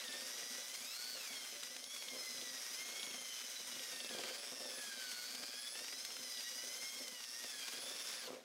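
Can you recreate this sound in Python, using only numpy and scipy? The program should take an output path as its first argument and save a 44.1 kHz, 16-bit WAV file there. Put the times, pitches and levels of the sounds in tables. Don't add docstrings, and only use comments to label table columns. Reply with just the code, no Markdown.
import sys
import numpy as np
from scipy import signal
from scipy.fft import rfft, irfft, next_fast_len
from scipy.io import wavfile
from scipy.ndimage import uniform_filter1d

SR = 44100
rng = np.random.default_rng(int(sys.argv[2]) if len(sys.argv) > 2 else 0)


def to_wav(sig):
    pcm = np.clip(np.atleast_2d(sig), -1, 1) * 32767
    pcm = np.round(pcm).astype(np.int16)
    wavfile.write(sys.argv[1], SR, pcm.T)


N = 372204
T = np.arange(N) / SR

# (frequency [Hz], width [Hz], relative level [dB])
BUCKET_MODES = [(143, 37, -14), (257.4, 33, -0.5), (373, 114, -6), (452, 37, -7), (514, 28.3, 1.5),
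                (573.7, 11, 2), (680, 62, -9.5), (1000, 190, -12)]
# (frequency [Hz], gain [dB])
HOUSING_RESPONSE = [(800, -30), (3400, -27), (3900, -11), (4450, -5), (5100, 2), (5900, -0.5), (7000, -15),
                    (9000, -19.5), (10200, 2.5), (11500, -8.5), (14000, -17)]
# (frequency [Hz], gain [dB])
CLATTER_SPECTRUM = [(100, -30), (400, -5), (1000, -4), (1700, 1), (2700, 1), (3600, 0.5), (4500, -2.5),
                    (6000, -3), (15500, -20)]

MAINS_PULSE_HZ = 120.03
RELEASE_S = 8.27
WHEEL_TEETH, BAR_EDGES_PER_TOOTH = 39, 12
RATTLE_RISE_S, RATTLE_DECAY_S = 0.0019, 0.0046


def undb(db):
    return 10 ** (np.asarray(db) / 20)


def unit(x):
    return x / np.sqrt(np.mean(x ** 2))


def curves(table):
    times_s, *columns = np.transpose(table)
    return [np.interp(T, times_s, column) for column in columns]


def response(points, hz):
    point_hz, db = np.transpose(points)
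    return undb(np.interp(np.log(hz + 1), np.log(point_hz), db))


def colour(x, points):
    size = next_fast_len(N)
    hz = np.arange(size // 2 + 1) * SR / size
    return irfft(rfft(x, size) * response(points, hz), size)[:N]


def noise():
    return rng.standard_normal(N)


def walk(rate_hz):
    hold = max(int(SR / rate_hz), 1)
    steps = np.repeat(rng.standard_normal(N // hold + 1), hold)[:N]
    return unit(uniform_filter1d(steps, hold))


def grains(rate_hz, spread_db):
    hits = rng.random(N) < rate_hz / SR
    size = undb(spread_db * np.clip(noise(), -2, 2))
    return unit(hits * np.sign(noise()) * size)


def bell(s, length_s):
    return np.exp(-(2 * (T - s) / length_s) ** 2)


def bursts(table, rise_s, decay_s):
    out = np.zeros(N)
    for s, db in table:
        near = slice(max(int((s - .15) * SR), 0), int((s + .3) * SR))
        age_s = T[near] - s
        out[near] += undb(db) * np.exp(np.minimum(age_s / rise_s, -age_s / decay_s))
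    return out


def resonate(x, hz, width_hz):
    return signal.lfilter(*signal.iirpeak(hz, hz / width_hz, fs=SR), x)


def room_air():
    # (frequency [Hz], gain [dB])
    air_spectrum = [(25, -3.5), (500, -19), (15000, -24)]
    return unit(colour(noise(), air_spectrum))


def room(x, wet_db):
    t60_s = 0.42
    age_s = T[:SR // 2]
    tail = rng.standard_normal(len(age_s)) * undb(-60 * age_s / t60_s) * (age_s > .003)
    return x + undb(wet_db) * signal.fftconvolve(x, tail / np.linalg.norm(tail))[:N]


def hum():
    # (multiple of the pulse rate, relative level [dB])
    hum_lines = [(6, 1), (10, 0.5)]
    out = 0
    for multiple, db in hum_lines:
        out = out + undb(db) * np.sin(2 * np.pi * (multiple * MAINS_PULSE_HZ * T + rng.random()))
    return out * (T < RELEASE_S)


def bucket(x):
    return sum(undb(db) * resonate(x, hz, width_hz) for hz, width_hz, db in BUCKET_MODES)


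def stirred_bucket(x, wander_s, patchy_db):
    ring = 0
    for hz, width_hz, db in BUCKET_MODES:
        ring = ring + undb(db + patchy_db * np.tanh(walk(14))) * resonate(x, hz, width_hz)
    return unit(np.interp(T + wander_s * walk(10), T, ring))


def knocks(contact_s):
    # (time [s], level [dB])
    bumps = [(2.135, -46), (2.166, -43), (3.074, -43), (4.046, -41.5), (4.111, -41), (4.15, -37),
             (7.402, -54), (7.446, -41.5), (8.305, -35.5), (8.321, -45), (8.332, -41)]
    push = np.gradient(bursts(bumps, contact_s, contact_s))
    ring = bucket(push)
    return ring / np.abs(ring).max() * undb(np.max(np.array(bumps)[:, 1]))


def churn(octaves):
    # (time of the height [s], length [s], level [dB])
    surges = [(0.103, 0.5, -62.5), (2.163, 0.16, -61.5), (2.397, 0.21, -63.5), (3.07, 0.35, -59),
              (3.858, 0.31, -62), (4.166, 0.13, -52), (4.382, 0.67, -58), (4.68, 0.18, -57.5),
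              (5.39, 0.12, -57.5), (5.814, 0.1, -58.5), (6.23, 0.24, -61), (7.015, 0.2, -59),
              (7.437, 0.076, -57.5), (7.9, 0.41, -60.5), (8.321, 0.14, -49)]
    stir_db, stir_db_per_octave = -67, 1.5
    power = undb(stir_db + stir_db_per_octave * octaves) ** 2
    for s, length_s, db in surges:
        power = power + undb(db) ** 2 * bell(s, length_s) ** 2
    return 10 * np.log10(power)


def contact():
    # (time of the middle [s], spacing of its two dips [s])
    lulls = [(0.991, 0.064), (1.872, 0.052), (3.36, 0.082), (7.322, 0.16)]
    depth = 0
    for s, spacing_s in lulls:
        depth = depth + bell(s, spacing_s) * (2 * (T - s) / spacing_s) ** 2
    return undb(-23 * depth)


def mortar(churn_db, turns, slap_rate_hz, slap_db, swell_db, sway_db, drag_db, squelch_db, drag_follow):
    # (time [s], level [dB])
    rub_events = [(0.1, -69), (2.37, -61.5), (3.1, -66), (3.75, -58.5), (4.14, -58), (5.41, -62),
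                  (6.22, -62), (6.99, -67)]
    # (frequency [Hz], gain [dB])
    drag_spectrum = [(60, -14), (150, -1.5), (250, 1.5), (400, -7.5), (1500, -19)]
    # (frequency [Hz], gain [dB])
    slap_spectrum = [(60, -13), (260, -2.5), (480, 5), (1500, -4.5)]
    turn_sway = np.sin(2 * np.pi * turns / WHEEL_TEETH)
    swell = undb(swell_db * np.tanh(walk(50)) + sway_db * turn_sway)
    steady = undb(churn_db.mean() + drag_follow * (churn_db - churn_db.mean()))
    rubs = sum(undb(db) * bell(s, length_s=.13) for s, db in rub_events)
    drag_force = (noise() + grains(slap_rate_hz, 2.1)) * swell
    drag = stirred_bucket(colour(drag_force, drag_spectrum), wander_s=0.00061, patchy_db=2.5)
    slap_force = (noise() + undb(slap_db) * grains(slap_rate_hz, 1.5)) * swell
    slaps = stirred_bucket(colour(slap_force, slap_spectrum), wander_s=.001, patchy_db=3.5)
    squelch = unit(colour(grains(1500, 3.2) * swell, CLATTER_SPECTRUM))
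    drag_level = np.hypot(steady * undb(drag_db), rubs)
    return undb(churn_db) * slaps + drag_level * drag + steady * undb(squelch_db) * squelch


def ticks():
    # (time [s], level [dB])
    tick_events = [(1.634, -38), (1.8412, -39.5), (6.0503, -36.5), (7.0813, -39)]
    # (frequency [Hz], gain [dB])
    steel_spectrum = [(300, -19), (4200, 13.5), (7500, 7), (15500, -7)]
    return unit(colour(noise(), steel_spectrum)) * bursts(tick_events, rise_s=0.00066, decay_s=0.0024)


def rattles():
    # (time [s], level [dB])
    rattle_events = [(1.631, -47), (1.671, -50), (1.7652, -41.5), (1.9644, -44), (2.0241, -43),
                     (3.111, -46), (4.2377, -41), (5.117, -47), (5.3502, -41.5), (5.4356, -43.5),
                     (5.7554, -44), (5.7915, -44.5), (5.8449, -44.5), (5.883, -44.5), (5.927, -44),
                     (6.1054, -44), (6.167, -44.5), (7.2062, -47), (7.44, -42), (7.6832, -39.5)]
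    clatter = unit(colour(grains(6000, 0.73), CLATTER_SPECTRUM))
    return clatter * bursts(rattle_events, RATTLE_RISE_S, RATTLE_DECAY_S)


def shaft(turns, chuck_db, decay_turns, scatter_db):
    # (time [s], level [dB])
    clinks = [(2.085, -43), (6.374, -44), (6.407, -41), (7.241, -47)]
    over_chuck_db = -5.5
    ring = unit(resonate(noise(), hz=3450, width_hz=660))
    each_turn = np.exp(-(turns / WHEEL_TEETH % 1) / decay_turns)
    each_turn = unit(each_turn * undb(scatter_db * walk(11)))
    clear = bursts(clinks, RATTLE_RISE_S, RATTLE_DECAY_S)
    return ring * (undb(chuck_db + over_chuck_db) * each_turn + clear)


def chuck(turns, swing_db, chatter_db):
    sway = np.sin(2 * np.pi * turns / WHEEL_TEETH + .5 * walk(4.5))
    clicks = grains(2500, 1.6) * undb(swing_db * sway + chatter_db * walk(30))
    return unit(colour(clicks, CLATTER_SPECTRUM))


def fan_and_brushes(pulses, spark_share, grit_db, flicker_db, shell_db):
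    # (frequency [Hz], gain [dB])
    hiss_spectrum = [(100, -53), (600, -9), (1000, -10), (2000, -7), (4500, -2), (5600, 3), (7600, -4),
                     (9800, -5.5), (15500, -13.5)]
    # (frequency [Hz], width [Hz], relative level [dB])
    shell_modes = [(1580, 99, -1), (2190, 450, 0), (3360, 310, 1), (5030, 340, 4.5), (6270, 340, 0),
                   (8080, 500, -3.5)]
    sparking = 1 + spark_share * (pulses - 1)
    crackle = grains(2500, 3.6) * sparking
    air = unit(colour(noise() + undb(grit_db) * crackle, hiss_spectrum))
    grit = grains(1400, 2.1) * sparking
    shell = unit(sum(undb(db) * resonate(grit, hz, width_hz) for hz, width_hz, db in shell_modes))
    return (air + undb(shell_db) * shell) * undb(flicker_db * walk(70))


def commutator(tooth_hz, turns, smear_rad, flutter_db):
    phase = 2 * np.pi * BAR_EDGES_PER_TOOTH * turns + smear_rad * walk(300)
    gain = response(HOUSING_RESPONSE, BAR_EDGES_PER_TOOTH * tooth_hz)
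    return gain * np.sin(phase) * undb(flutter_db * walk(25))


def gears(tooth_hz, turns, pulses, flutter_db, smear_rad, spindle_depth, fade_db, rasp_rad):
    # (time [s], levels of tooth harmonics 2, 3, 4, 5 [dB])
    whines = [(0.0, -59, -69, -59, -70), (0.38, -62.5, -70, -64.5, -58), (0.93, -63, -61, -57, -70),
              (1.06, -69, -66, -72, -69), (1.22, -57, -64, -59, -66), (1.36, -60.5, -56, -62, -63),
              (1.78, -69, -74, -69, -60.5), (1.9, -66, -56.5, -67, -61), (2.28, -59, -68, -58.5, -53.5),
              (2.67, -65, -77, -66, -63), (2.79, -59.5, -62, -63, -57), (3.17, -60, -55, -65, -59),
              (3.55, -71, -63, -61.5, -67), (3.93, -63, -62, -62.5, -61.5), (4.28, -63, -64, -61, -66),
              (4.42, -76, -72, -65, -80), (4.95, -54.5, -67, -59.5, -59), (5.33, -67.5, -66, -73, -78),
              (5.58, -62.5, -67, -57.5, -66), (5.97, -67, -70, -62, -57), (6.85, -59.5, -59, -63.5, -56),
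              (7.36, -65.5, -68.5, -71, -65), (7.49, -60, -64, -58.5, -63), (7.95, -66.5, -69, -58.5, -66),
              (8.15, -65, -71, -66, -66)]
    # (multiple of the tooth rate, relative level [dB])
    weak_lines = [(1, -7.5), (3.75, -9), (4.25, -10.5), (5.25, -5), (9, -6), (9.75, -8)]
    # (frequency [Hz], gain [dB])
    case_response = [(1100, -11), (1450, 10.5), (3300, -1), (5200, 4), (6000, -5), (9800, 5)]
    weak_db = -62.5
    lines = [(multiple, np.sqrt(2) * undb(db)) for multiple, db in enumerate(curves(whines), 2)]
    for multiple, db in weak_lines:
        fading = undb(weak_db + db + fade_db * np.tanh(walk(5)))
        lines.append((multiple, fading * response(case_response, multiple * tooth_hz)))
    out, play = 0, walk(170)
    for multiple, gain in lines:
        phase = 2 * np.pi * (multiple * turns + rng.random())
        phase = phase + multiple * (smear_rad * play + rasp_rad * pulses)
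        out = out + gain * undb(flutter_db * walk(45)) * np.sin(phase)
    return out * (1 + spindle_depth * np.sin(2 * np.pi * turns / WHEEL_TEETH))


def current(octaves):
    first_pulse_s, jolt_s = .0001, .00057
    labour_octaves, labour_per_octave = -.21, 0.98
    from_peak_s = (((T - first_pulse_s) * MAINS_PULSE_HZ + .5) % 1 - .5) / MAINS_PULSE_HZ
    jolts = np.exp(-.5 * (from_peak_s / (jolt_s * 2 ** (octaves / 2))) ** 2)
    between = labour_per_octave * np.maximum(labour_octaves - octaves, 0)
    trigger = np.clip((RELEASE_S - T) / 0.02 + 1, 0, 1)
    return unit(jolts + between) * trigger


def motor(tooth_hz, turns, pulses, smear_rad, jolt_twist_rad, resonance_share, uneven_db,
          ring_hz, ring_width_hz, ring_db):
    # (multiple of the tooth rate, relative level [dB])
    pull_lines = [(3, -6), (6, -2.5), (12, -11), (18, -4)]
    out, power = 0, 0
    for multiple, db in pull_lines:
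        gain = undb(db) * response(HOUSING_RESPONSE, multiple * tooth_hz)
        phase = 2 * np.pi * multiple * turns + jolt_twist_rad * pulses + smear_rad * walk(400)
        out = out + gain * np.sin(phase)
        power = power + gain ** 2 / 2
    evened = out / np.sqrt(power) ** (1 - resonance_share)
    buzz = pulses * undb(uneven_db * walk(120)) * evened
    return buzz + undb(ring_db) * resonate(buzz, ring_hz, ring_width_hz)


def scene():
    # (time [s], tooth rate of the pinion [Hz])
    speed = [(0.01, 997), (0.1, 879), (0.34, 964), (0.68, 990), (0.78, 1075), (0.9, 1295), (0.99, 1437),
             (1.09, 1504), (1.145, 1473), (1.295, 1128), (1.44, 1050), (1.68, 974), (1.75, 997),
             (1.94, 1139), (2.2, 1035), (2.46, 984), (2.65, 928), (2.81, 1053), (3.04, 1110), (3.3, 1023),
             (3.74, 975.4), (4.05, 895), (4.18, 789.6), (4.31, 771), (4.44, 886), (4.52, 924),
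             (4.71, 882.7), (5.1, 736), (5.21, 725.5), (5.39, 803.6), (5.5, 805), (5.75, 876), (6.07, 1059),
             (6.46, 955), (6.58, 974), (6.89, 1079), (7.0, 1074), (7.29, 895.5), (7.42, 950), (7.5, 869),
             (7.63, 804.5), (7.74, 809), (7.9, 885), (8.18, 894.5), (8.35, 561), (8.44, 331)]
    # (time [s], level [dB])
    treble = [(0.0, -54), (0.45, -53.5), (1.0, -51.5), (1.52, -53.5), (1.87, -59.5), (1.96, -53.5),
              (2.94, -53.5), (3.19, -55.5), (3.97, -53.5), (4.5, -58.5), (4.85, -53.5), (5.51, -56),
              (6.89, -52.5), (7.14, -55.5), (8.09, -54), (8.25, -58.5)]
    # (time [s], level [dB])
    chuck_level = [(0.0, -54.5), (1.05, -60.5), (1.35, -56.5), (1.87, -65), (1.97, -67), (2.57, -55.5),
                   (4.02, -56.5), (4.18, -52.5), (5.1, -59.5), (7.4, -70.5), (7.67, -55.5), (8.25, -53)]
    # (time [s], level [dB])
    buzz_level = [(0.0, -60), (0.35, -50), (0.82, -55), (0.94, -48), (1.14, -47.5), (1.28, -58),
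                  (1.55, -52.5), (1.92, -56.5), (2.58, -51), (3.1, -50.5), (3.6, -52.5), (4.08, -57.5),
                  (4.3, -51.5), (4.7, -50), (4.83, -61), (4.97, -53.5), (5.38, -50.5), (5.7, -51.5),
                  (6.15, -54), (6.75, -50.5), (7.18, -57), (7.35, -49.5), (7.53, -55), (7.8, -52),
                  (8.25, -52.5)]
    tooth_hz, = curves(speed)
    treble_db, = curves(treble)
    chuck_db, = curves(chuck_level)
    buzz_db, = curves(buzz_level)
    octaves = np.log2(tooth_hz / tooth_hz.mean())
    turns = np.cumsum(tooth_hz * (1 + 0.003043 * walk(50))) / SR
    pulses = current(octaves)

    mix = contact() * mortar(churn(octaves), turns, slap_rate_hz=110, slap_db=-0.5, swell_db=4.5,
                             sway_db=4.0, drag_db=-4.5, squelch_db=-5, drag_follow=0.2)
    mix += knocks(contact_s=0.00043)

    drill = gears(tooth_hz, turns, pulses, flutter_db=3.0, smear_rad=0.18, spindle_depth=0.13,
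                  fade_db=4.0, rasp_rad=.065)
    drill += undb(buzz_db) * motor(tooth_hz, turns, pulses, smear_rad=0.22, jolt_twist_rad=0.4,
                                   resonance_share=0.43, uneven_db=.5,
                                   ring_hz=4440, ring_width_hz=130, ring_db=-2.5)
    drill += undb(treble_db - 3.5) * commutator(tooth_hz, turns, smear_rad=1.4, flutter_db=3.0)
    hiss_db = treble_db + 0.76 - 2.5 * octaves
    drill += undb(hiss_db) * fan_and_brushes(pulses, spark_share=0.29, grit_db=-9.5,
                                             flicker_db=1.48, shell_db=-2.5)
    drill += undb(chuck_db) * chuck(turns, swing_db=2.0, chatter_db=2.5)
    drill += shaft(turns, chuck_db, decay_turns=0.078, scatter_db=3.5)
    coast_db_per_s = 122
    drill *= undb(-coast_db_per_s * np.maximum(T - RELEASE_S, 0))
    drill += undb(-75.5) * hum()
    drill += rattles() + ticks()

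    background = undb(-79.5) * room_air()
    return (room(drill, wet_db=-10.5) + room(mix, wet_db=-15.0) + background)[None]


def record(dry):
    thin = signal.sosfilt(signal.butter(1, 130, "high", fs=SR, output="sos"), dry)
    return signal.sosfilt(signal.ellip(10, .2, 60, 15750, fs=SR, output="sos"), thin)


dry = scene()
out = record(dry)
to_wav(out)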